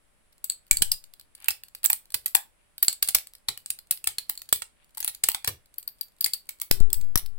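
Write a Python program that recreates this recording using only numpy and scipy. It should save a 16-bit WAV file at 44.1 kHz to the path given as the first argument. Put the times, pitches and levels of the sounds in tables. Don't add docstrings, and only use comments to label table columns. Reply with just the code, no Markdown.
import sys
import numpy as np
from scipy import signal
from scipy.fft import rfft, irfft
from scipy.io import wavfile
from scipy.ndimage import uniform_filter1d

SR = 44100
rng = np.random.default_rng(int(sys.argv[2]) if len(sys.argv) > 2 else 0)


def bounce(signal):
    frames = np.transpose(np.atleast_2d(signal))
    limited = np.clip(frames, -1, 1)
    pcm = np.round(limited * 32767).astype(np.int16)
    wavfile.write(sys.argv[1], SR, pcm)


N = 325458
CUTOFF_HZ = 15900
BURST = 2048
HZ = np.fft.rfftfreq(BURST, 1 / SR)

# start_s, level_db, decay_ms, body_db, brightness_db,
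# low_ring_hz, low_ring_db, high_ring_hz, high_ring_db, left_minus_right_db
FRACTURES = [(0.4429, -4, 2.4, -11, 12.5, 4540, 10, 8020, 20.5, 10.5),
             (0.499, 2.5, 4.3, -9, -1, 4400, 25.5, 8020, 23.5, 5),
             (0.711, 15, 2, -14, -2, 2320, 19.5, 7650, 16.5, -0.5),
             (0.7706, 2.5, 1.9, -4, 7, 4560, 25, 7940, 27.5, -1),
             (0.821, 12, 4.3, -9, -4, 2970, 12, 8190, 12, -2.5),
             (0.9173, 8, 2.5, -24, 1, 4900, 21.5, 8780, 6.5, 1.5),
             (1.484, 9, 1.9, 8, 7.5, 2624, 15.5, 14660, 10, -5),
             (1.5055, -0.5, 3.7, -6, -6, 5200, 15.5, 8900, 7, 2),
             (1.8421, 6.5, 2.3, 12, 19, 4370, 9, 10500, 6, 2),
             (1.849, 3, 3.2, 1.5, 10.5, 2100, -1, 7300, 10, -14),
             (1.8594, 6, 1.8, -14, 23.5, 5700, 10, 7750, 35, -14.5),
             (1.9002, 9, 3.5, 14, 18.5, 2440, 14, 7900, 21, -3),
             (1.9305, 6, 1.5, -2.5, 8, 2230, 5, 8700, 13, -0.5),
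             (2.143, 5, 2.9, -3.5, 2.5, 4630, 9.5, 10650, 8, -6),
             (2.2598, 4, 5.4, -7.5, 3, 4480, 0, 11650, 14.5, -4),
             (2.3492, 11.5, 4.1, 0.5, 11, 5770, 10, 10780, 9.5, 7),
             (2.3514, 9.5, 0.84, 24.5, 4.5, 3540, 11.5, 8300, 17.5, 2.5),
             (2.3572, -0.5, 3, 6.5, 13, 4450, -1.5, 7600, 42.5, 8),
             (2.8281, 11.5, 4.5, 0.5, 12.5, 4540, 6, 11900, 14.5, 0.5),
             (2.882, 11.5, 1, -14.5, -8, 4470, 15.5, 7780, 11.5, -1.5),
             (3.026, 9.5, 3, -10, -1, 4580, 9.5, 9900, 6.5, -1),
             (3.0868, 6, 3, -10, -4, 4400, 7, 9500, 9.5, 0),
             (3.1482, 13.5, 1.5, -2, 1, 5550, 12.5, 14400, 8, 3.5),
             (3.1528, 0.5, 2.9, 3, -8, 6140, 17.5, 14300.0, 17, -1),
             (3.4858, 4, 3.7, 0, -11, 4030, 15.5, 10200, 6.5, 5),
             (3.703, 2, 3.8, -18, -5, 2530, 11, 9260, 14, -2),
             (3.9102, 9, 1.9, -12.5, 5, 3850, 6, 10720, 8, 3),
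             (4.042, -6.5, 1.3, -7, 1, 2670, 18.5, 8330, 14, 4),
             (4.0726, 7, 2.1, -5, -5.5, 3460, 8.5, 8100, 9, 3.5),
             (4.1839, 0, 2.9, -5, -2.5, 4270, 19, 9800, 8.5, 1),
             (4.296, 2.5, 2, 0, 6, 4280, 7.5, 14300, 7, 3.5),
             (4.3756, -11, 1.4, -21, 8, 4360, 29.5, 7380, 19, 3),
             (4.527, 14.5, 0.81, -8, 4.5, 3430, 9.5, 8030, 8.5, -4.5),
             (4.6205, -5.5, 3.8, 5, -12.5, 3960, 1, 8400, 13.5, -5),
             (4.9726, -8.5, 3.7, 4, 8.5, 888, 22, 7700, 6, 5),
             (5.0037, -3.5, 4.2, -7, 4.5, 4940, 4.0, 9540.0, 0, 5.5),
             (5.0275, -8, 4.9, -3, -12, 6400, 21, 10600, 15, -1),
             (5.046, 1, 2.9, -1.5, 6.5, 2600, 9, 9900, 12, 4),
             (5.0771, 2.5, 4.7, -5, -0.5, 3900, 10, 10350, 12, 0.5),
             (5.2373, 9, 3.2, -13, -8.5, 2770, 7, 14300.0, 6, 1),
             (5.2875, 11, 0.9, 7, 9.5, 2770, 9.5, 8030, 14, 2.5),
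             (5.3466, 1, 3.7, 5.5, -5, 3480, 9, 9600, 2, 3.5),
             (5.4458, -2.5, 1.3, 1, -7, 4620, 6.5, 10400, 0.5, 3.5),
             (5.4756, 5, 8.1, 5.5, -1.5, 5750, 15, 14330, 11.5, 2.5),
             (5.783, -8.5, 2.8, -1.5, 16, 4650.0, 20.5, 13600, 14, 10.5),
             (5.8775, -6.5, 2, 1, 14.5, 4580, 27, 13300, 16.5, 12),
             (6.0111, -4, 1.94, -18, 13, 4630, 29, 12740, 12.5, 13),
             (6.2093, 3.5, 1.45, -18, 16.5, 4770, 26.5, 13660, 9.5, 4.5),
             (6.2434, 7.5, 3.5, -32.5, -1.5, 4610, 24.5, 8500, 6.5, 8),
             (6.2606, 2.5, 6.9, -10, -3, 2100, 16, 7700, 8, 2.5),
             (6.3353, 3, 3.6, -20, 5, 4550, 25, 8920, 10, 3.5),
             (6.491, -5.5, 2.5, -7.5, 0.5, 2220, 15, 7650, 7, 1.0),
             (6.6153, 0.5, 2.9, -1.5, 8.5, 5800, 11.5, 7660, -2, -0.5),
             (6.7118, 11, 0.65, -3.5, 0, 5320, 12.5, 13400, 6.5, -8.5),
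             (6.93, 7.5, 1, -6, 26, 5150, 26, 8190, 29, 0),
             (7.1566, 5.5, 0.98, 15, 5.5, 5700, 19.5, 11020, 10.5, 11.5),
             (7.1751, 3.5, 6, -2, 6.5, 5730, 19.5, 10250, 12, 3.5)]


def from_db(db):
    return 10 ** (np.asarray(db) / 20)


def at_hz(points, hz):
    log_hz, values = np.transpose([(np.log(f), v) for f, v in points])
    return np.interp(np.log(hz + 1), log_hz, values)


def add(out, start_s, sound):
    start = int(start_s * SR)
    out[..., start:start + sound.shape[-1]] += sound[..., :N - start]


def noise(spectrum, grains_per_s=SR):
    grains = rng.standard_normal(N) * (rng.random(N) < grains_per_s / SR)
    gain = from_db(at_hz(spectrum, np.fft.rfftfreq(N, 1 / SR)))
    x = irfft(rfft(grains) * gain, N)
    return x / x.std()


def causal(gain_db):
    cepstrum = irfft(np.log(from_db(gain_db)))
    cepstrum[1:BURST // 2] *= 2
    cepstrum[BURST // 2 + 1:] = 0
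    return np.exp(rfft(cepstrum))


def resonance(hz, lift_db, q):
    damping = 1j * HZ * hz / q
    return 1 + (from_db(lift_db) - 1) * damping / (hz ** 2 - HZ ** 2 + damping)


def delay(seconds):
    return np.exp(-2j * np.pi * HZ * seconds)


def in_time(spectrum):
    fade = np.clip(4 - 5 * np.linspace(0, 1, BURST), 0, 1)
    return irfft(spectrum) * fade


def room(x, build_s=0.0014, bass_db=6.5):
    # freq_hz, t60_s
    decay_times = [(150, 0.13), (2000, 0.22), (14000, 0.17)]
    t = np.arange(12288) / SR
    hz = np.fft.rfftfreq(len(t), 1 / SR)
    white = rfft(rng.standard_normal((2, len(t))))
    edges_hz = np.geomspace(40, 18000, num=9)
    response = np.zeros((2, len(t)))
    for low, high in zip(edges_hz, edges_hz[1:]):
        centre = np.sqrt(low * high)
        band = irfft(white * ((hz >= low) & (hz < high)), len(t))
        decay_db = -60 * t / at_hz(decay_times, centre)
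        response += band * from_db(bass_db * (centre < 1000) + decay_db)
    response *= 1 - np.exp(-t / build_s)
    response /= np.sqrt(np.sum(response ** 2) / 2)
    return signal.fftconvolve(x, response, axes=1)[:, :N]


def hush(level_db=-66):
    # freq_hz, density_db
    hush_colour = [(30, 6), (120, -6), (300, -11), (2300, -15.5), (6500, -27), (8500, -16.5), (16000, -34)]
    return from_db(level_db) * np.array([noise(hush_colour), noise(hush_colour)])


def electrical_tones():
    # freq_hz, peak_db
    tone_table = [(590, -84), (10966, -78)]
    t = np.arange(N) / SR
    return sum(from_db(db) * np.sin(2 * np.pi * hz * t) for hz, db in tone_table)


def left_pops(swing=0.11, swing_hz=2.0, swing_s=0.16, onset_s=0.012, top_hz=1500):
    # start_s, signed_height, decay_s, edge_hz
    pop_table = [(0.8111, 0.04, 0.017, 500), (0.8215, -0.14, 0.0021, 606), (6.7117, 1.28, 0.00023, 900),
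                 (6.8069, -0.4, 0.23, 160), (7.011, 0.025, 0.004, 199), (7.1577, 0.31, 0.008, 1190)]
    # start_s, length_s, start_level_db, hum_db (hum peak relative to rumble rms)
    rumble_spells = [(0.709, .24, -26, -44), (6.706, 0.22, -18, -28.5), (6.957, 0.55, -24, -38.5)]
    # freq_hz, density_db
    rumble_colour = [(7, 2), (45, -26), (140, -39.5), (400, -51.5), (3000, -63.5)]
    hum_hz, fall_db_per_s, release_db_per_s = 387, 20.5, 490
    t = np.arange(N) / SR
    out = np.zeros(N)
    rumble = noise(rumble_colour)
    hum = np.sin(2 * np.pi * hum_hz * t)
    for start_s, length_s, db, hum_db in rumble_spells:
        fall_db = fall_db_per_s * t + release_db_per_s * np.maximum(t - length_s, 0)
        envelope = from_db(db - np.minimum(fall_db, 120)) * np.minimum(t / onset_s, 1)
        humming = np.roll(rumble, -int(start_s * SR)) + from_db(hum_db) * hum
        add(out, start_s, envelope * humming)
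    for start_s, height, decay_s, edge_hz in pop_table:
        leak = np.exp(-t / decay_s) + swing * np.exp(-t / swing_s)
        offset = leak * np.cos(2 * np.pi * swing_hz * t)
        edge = signal.butter(1, edge_hz, fs=SR, output="sos")
        add(out, start_s, height * signal.sosfilt(edge, offset))
    return signal.sosfilt(signal.butter(2, top_hz, fs=SR, output="sos"), out)


def hand_thuds(decay_s=0.034):
    # start_s, level_db
    thud_table = [(1.49, -58), (2.148, -54), (3.491, -48.5), (4.078, -54), (4.53, -48), (5.479, -38.5)]
    flesh = [(40, -3.0), (120, 6), (230, -19), (400, -6), (2500, -40.5)]  # freq_hz, density_db
    jolt = np.zeros(N)
    for start_s, db in thud_table:
        add(jolt, start_s, from_db(db) * np.exp(-np.arange(SR) / SR / decay_s))
    return jolt * noise(flesh)


def glove_rubs(width_s=0.049):
    # centre_s, level_db
    rub_table = [(1.44, -56), (1.89, -60), (2.62, -74.5), (4.81, -69.5), (5.031, -59)]
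    # freq_hz, density_db
    glove_colour = [(350, -24), (850, 1.5), (1400, 1), (2700, 7.5), (4800, -7), (6500, -39.5), (15000, -23)]
    t = np.arange(N) / SR
    slide = sum(from_db(db) * np.exp(-((t - centre_s) / width_s) ** 2) for centre_s, db in rub_table)
    slips = slide * np.array([noise(glove_colour, grains_per_s=450) for side in range(2)])
    return slips + .5 * room(slips)


def fracture(decay_ms, rise_s=.0001, ragged_db=6.0, apart=1.0, lag_s=0.000114,
             echo=0.64, echo_s=0.0017, spike=2.1, spike_s=0.00024):
    t = np.arange(BURST) / SR
    knots = t[::24]
    jerks = np.interp(t, knots, rng.standard_normal(len(knots)))
    envelope = (1 - np.exp(-t / rise_s)) * np.exp(-1000 * t / decay_ms) * from_db(ragged_db * jerks)
    envelope *= 1 + spike * np.exp(-t / spike_s)
    grit = rng.standard_normal(BURST) + apart * rng.standard_normal((2, BURST))
    bursts = rfft(envelope * grit)
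    bursts /= np.sqrt(uniform_filter1d(np.abs(bursts) ** 2, size=25) + 1e-18)
    bursts[1] *= delay(lag_s * (.5 + rng.random()))
    return bursts * (1 + echo * delay(echo_s * (.5 + rng.random())))


def piece(body_db, bright_db, rings, bass_share=0.16, mids_share=0.46):
    # freq_hz, density_db
    plastic = [(70, -18.5), (300, -29.5), (470, -26), (900, -19.5), (1700, -13.5), (3000, -12), (4500, -9),
               (6400, -18.5), (7800, -7), (10300, -6), (15000, -8)]
    size_db = at_hz([(280, bass_share * body_db), (850, body_db),
                     (2600, mids_share * body_db), (7000, 0.0011)], HZ)
    edge_db = at_hz([(8000, 0.0051), (14000, bright_db)], HZ)
    colour = causal(at_hz(plastic, HZ) + size_db + edge_db)
    modes = 0
    for hz, lift_db, q in rings:
        strength = np.interp(hz, HZ, np.abs(colour))
        modes = modes + (resonance(hz, lift_db, q) - 1) * strength
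    power = np.mean((np.abs(colour) ** 2 + np.abs(modes) ** 2) * (HZ < CUTOFF_HZ))
    return np.array([colour, modes]) / np.sqrt(power)


def tick(db, decay_ms=1.0, jaw_hz=4550, jaw_db=7, rib_db=9, q=12, body_db=-6.0, bright_db=0.0):
    rib_hz = rng.uniform(2500, 10000)
    colour, modes = piece(body_db, bright_db, [(jaw_hz, jaw_db, q), (rib_hz, rib_db, q)])
    return from_db(db) * in_time(fracture(decay_ms) * (colour + modes))


def light_ticks(tick_db=5.5):
    # start_s, relative_level_db
    tick_table = [(1.04, -26.5), (1.1373, -27.5), (1.1968, -27.5), (1.2112, -32), (1.3509, -26.5),
                  (1.402, -34.5), (1.423, -31.5), (1.4442, -20.5), (1.4586, -27.5), (1.6357, -21),
                  (1.6841, -33), (1.7494, -18), (1.8315, -21.5), (2.056, -36.5), (2.1038, -29.5),
                  (2.121, -26), (2.7807, -19), (2.928, -13), (3.0758, -13), (3.185, -13.5), (3.271, -25),
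                  (3.3357, -30), (3.3513, -27.5), (3.5754, -18), (3.6601, -15.5), (3.7885, -22),
                  (3.974, -24.5), (4.3535, -28), (4.418, -19), (4.4898, -19.5), (4.5595, -15.5),
                  (4.9486, -31), (4.98, -17), (5.1486, -19), (5.317, -11), (5.741, -34), (5.8285, -28.5),
                  (6.5997, -23), (6.8019, -20), (6.903, -22.5), (7.0124, -23.5), (7.2613, -23.5)]
    out = np.zeros((2, N))
    for start_s, db in tick_table:
        add(out, start_s, tick(db + tick_db))
    return out


def strands(lead_s=0.0016, lead_db=-20, after_s=0.022, after_db=-21,
            strain_s=0.13, creak_db=-40, spread_db=4, count=2):
    out = np.zeros((2, N))
    for start_s, db, *_ in FRACTURES:
        add(out, start_s - lead_s * (0.37 + rng.random()), tick(db + lead_db))
        for before, after, size in rng.random((count, 3)):
            size_db = spread_db * (2 * size - 1)
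            add(out, start_s - strain_s * before, tick(creak_db + size_db))
            add(out, start_s + after_s * after, tick(db + after_db + size_db))
    return out


def cracks(low_q=22, sharpen=.4, high_q=27, release_s=.0005, ring_db=2.5,
           level_db=-0.88, room_db=-11, room_share=0.89, thick_dry=.17):
    # freq_hz, left_minus_right_db
    hand_shade = [(700, 2), (2400, -9.5), (5000, -1), (10000, 0)]
    # freq_hz, lift_db, q
    shell_mode = (856, 6, 6)
    out = np.zeros((2, N))
    sides = np.array([causal(side * at_hz(hand_shade, HZ) / 2) for side in (1, -1)])
    shell = resonance(*shell_mode)
    for (start_s, db, decay_ms, body_db, bright_db,
         low_hz, low_db, high_hz, high_db, pan_db) in FRACTURES:
        purity_q = low_q * from_db(sharpen * (low_db - 16))
        colour, modes = piece(body_db, bright_db, [(low_hz, low_db, purity_q), (high_hz, high_db, high_q)])
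        burst = in_time(fracture(decay_ms) * colour * shell * sides)
        release = delay(release_s * (.5 + rng.random((2, 1))))
        ring = from_db(ring_db) * in_time(release * modes * sides)
        pan = from_db([[pan_db / 2], [-pan_db / 2]])
        add(out, start_s, from_db(db + level_db) * (burst + ring) * pan)
        wet_db = room_share * db + room_db - thick_dry * max(body_db, 0)
        add(out, start_s, from_db(wet_db) * room(burst + ring))
    return out


def scene(tick_room_db=-11):
    ticks = light_ticks() + strands()
    out = hush() + electrical_tones() + hand_thuds() + glove_rubs()
    out += ticks + from_db(tick_room_db) * room(ticks)
    out += cracks()
    out[0] += left_pops()
    return out


def record(dry):
    low_pass = signal.ellip(10, .2, 70, CUTOFF_HZ, fs=SR, output="sos")
    return signal.sosfilt(low_pass, np.clip(dry, -.95, .95))


dry = scene()
out = record(dry)
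bounce(out)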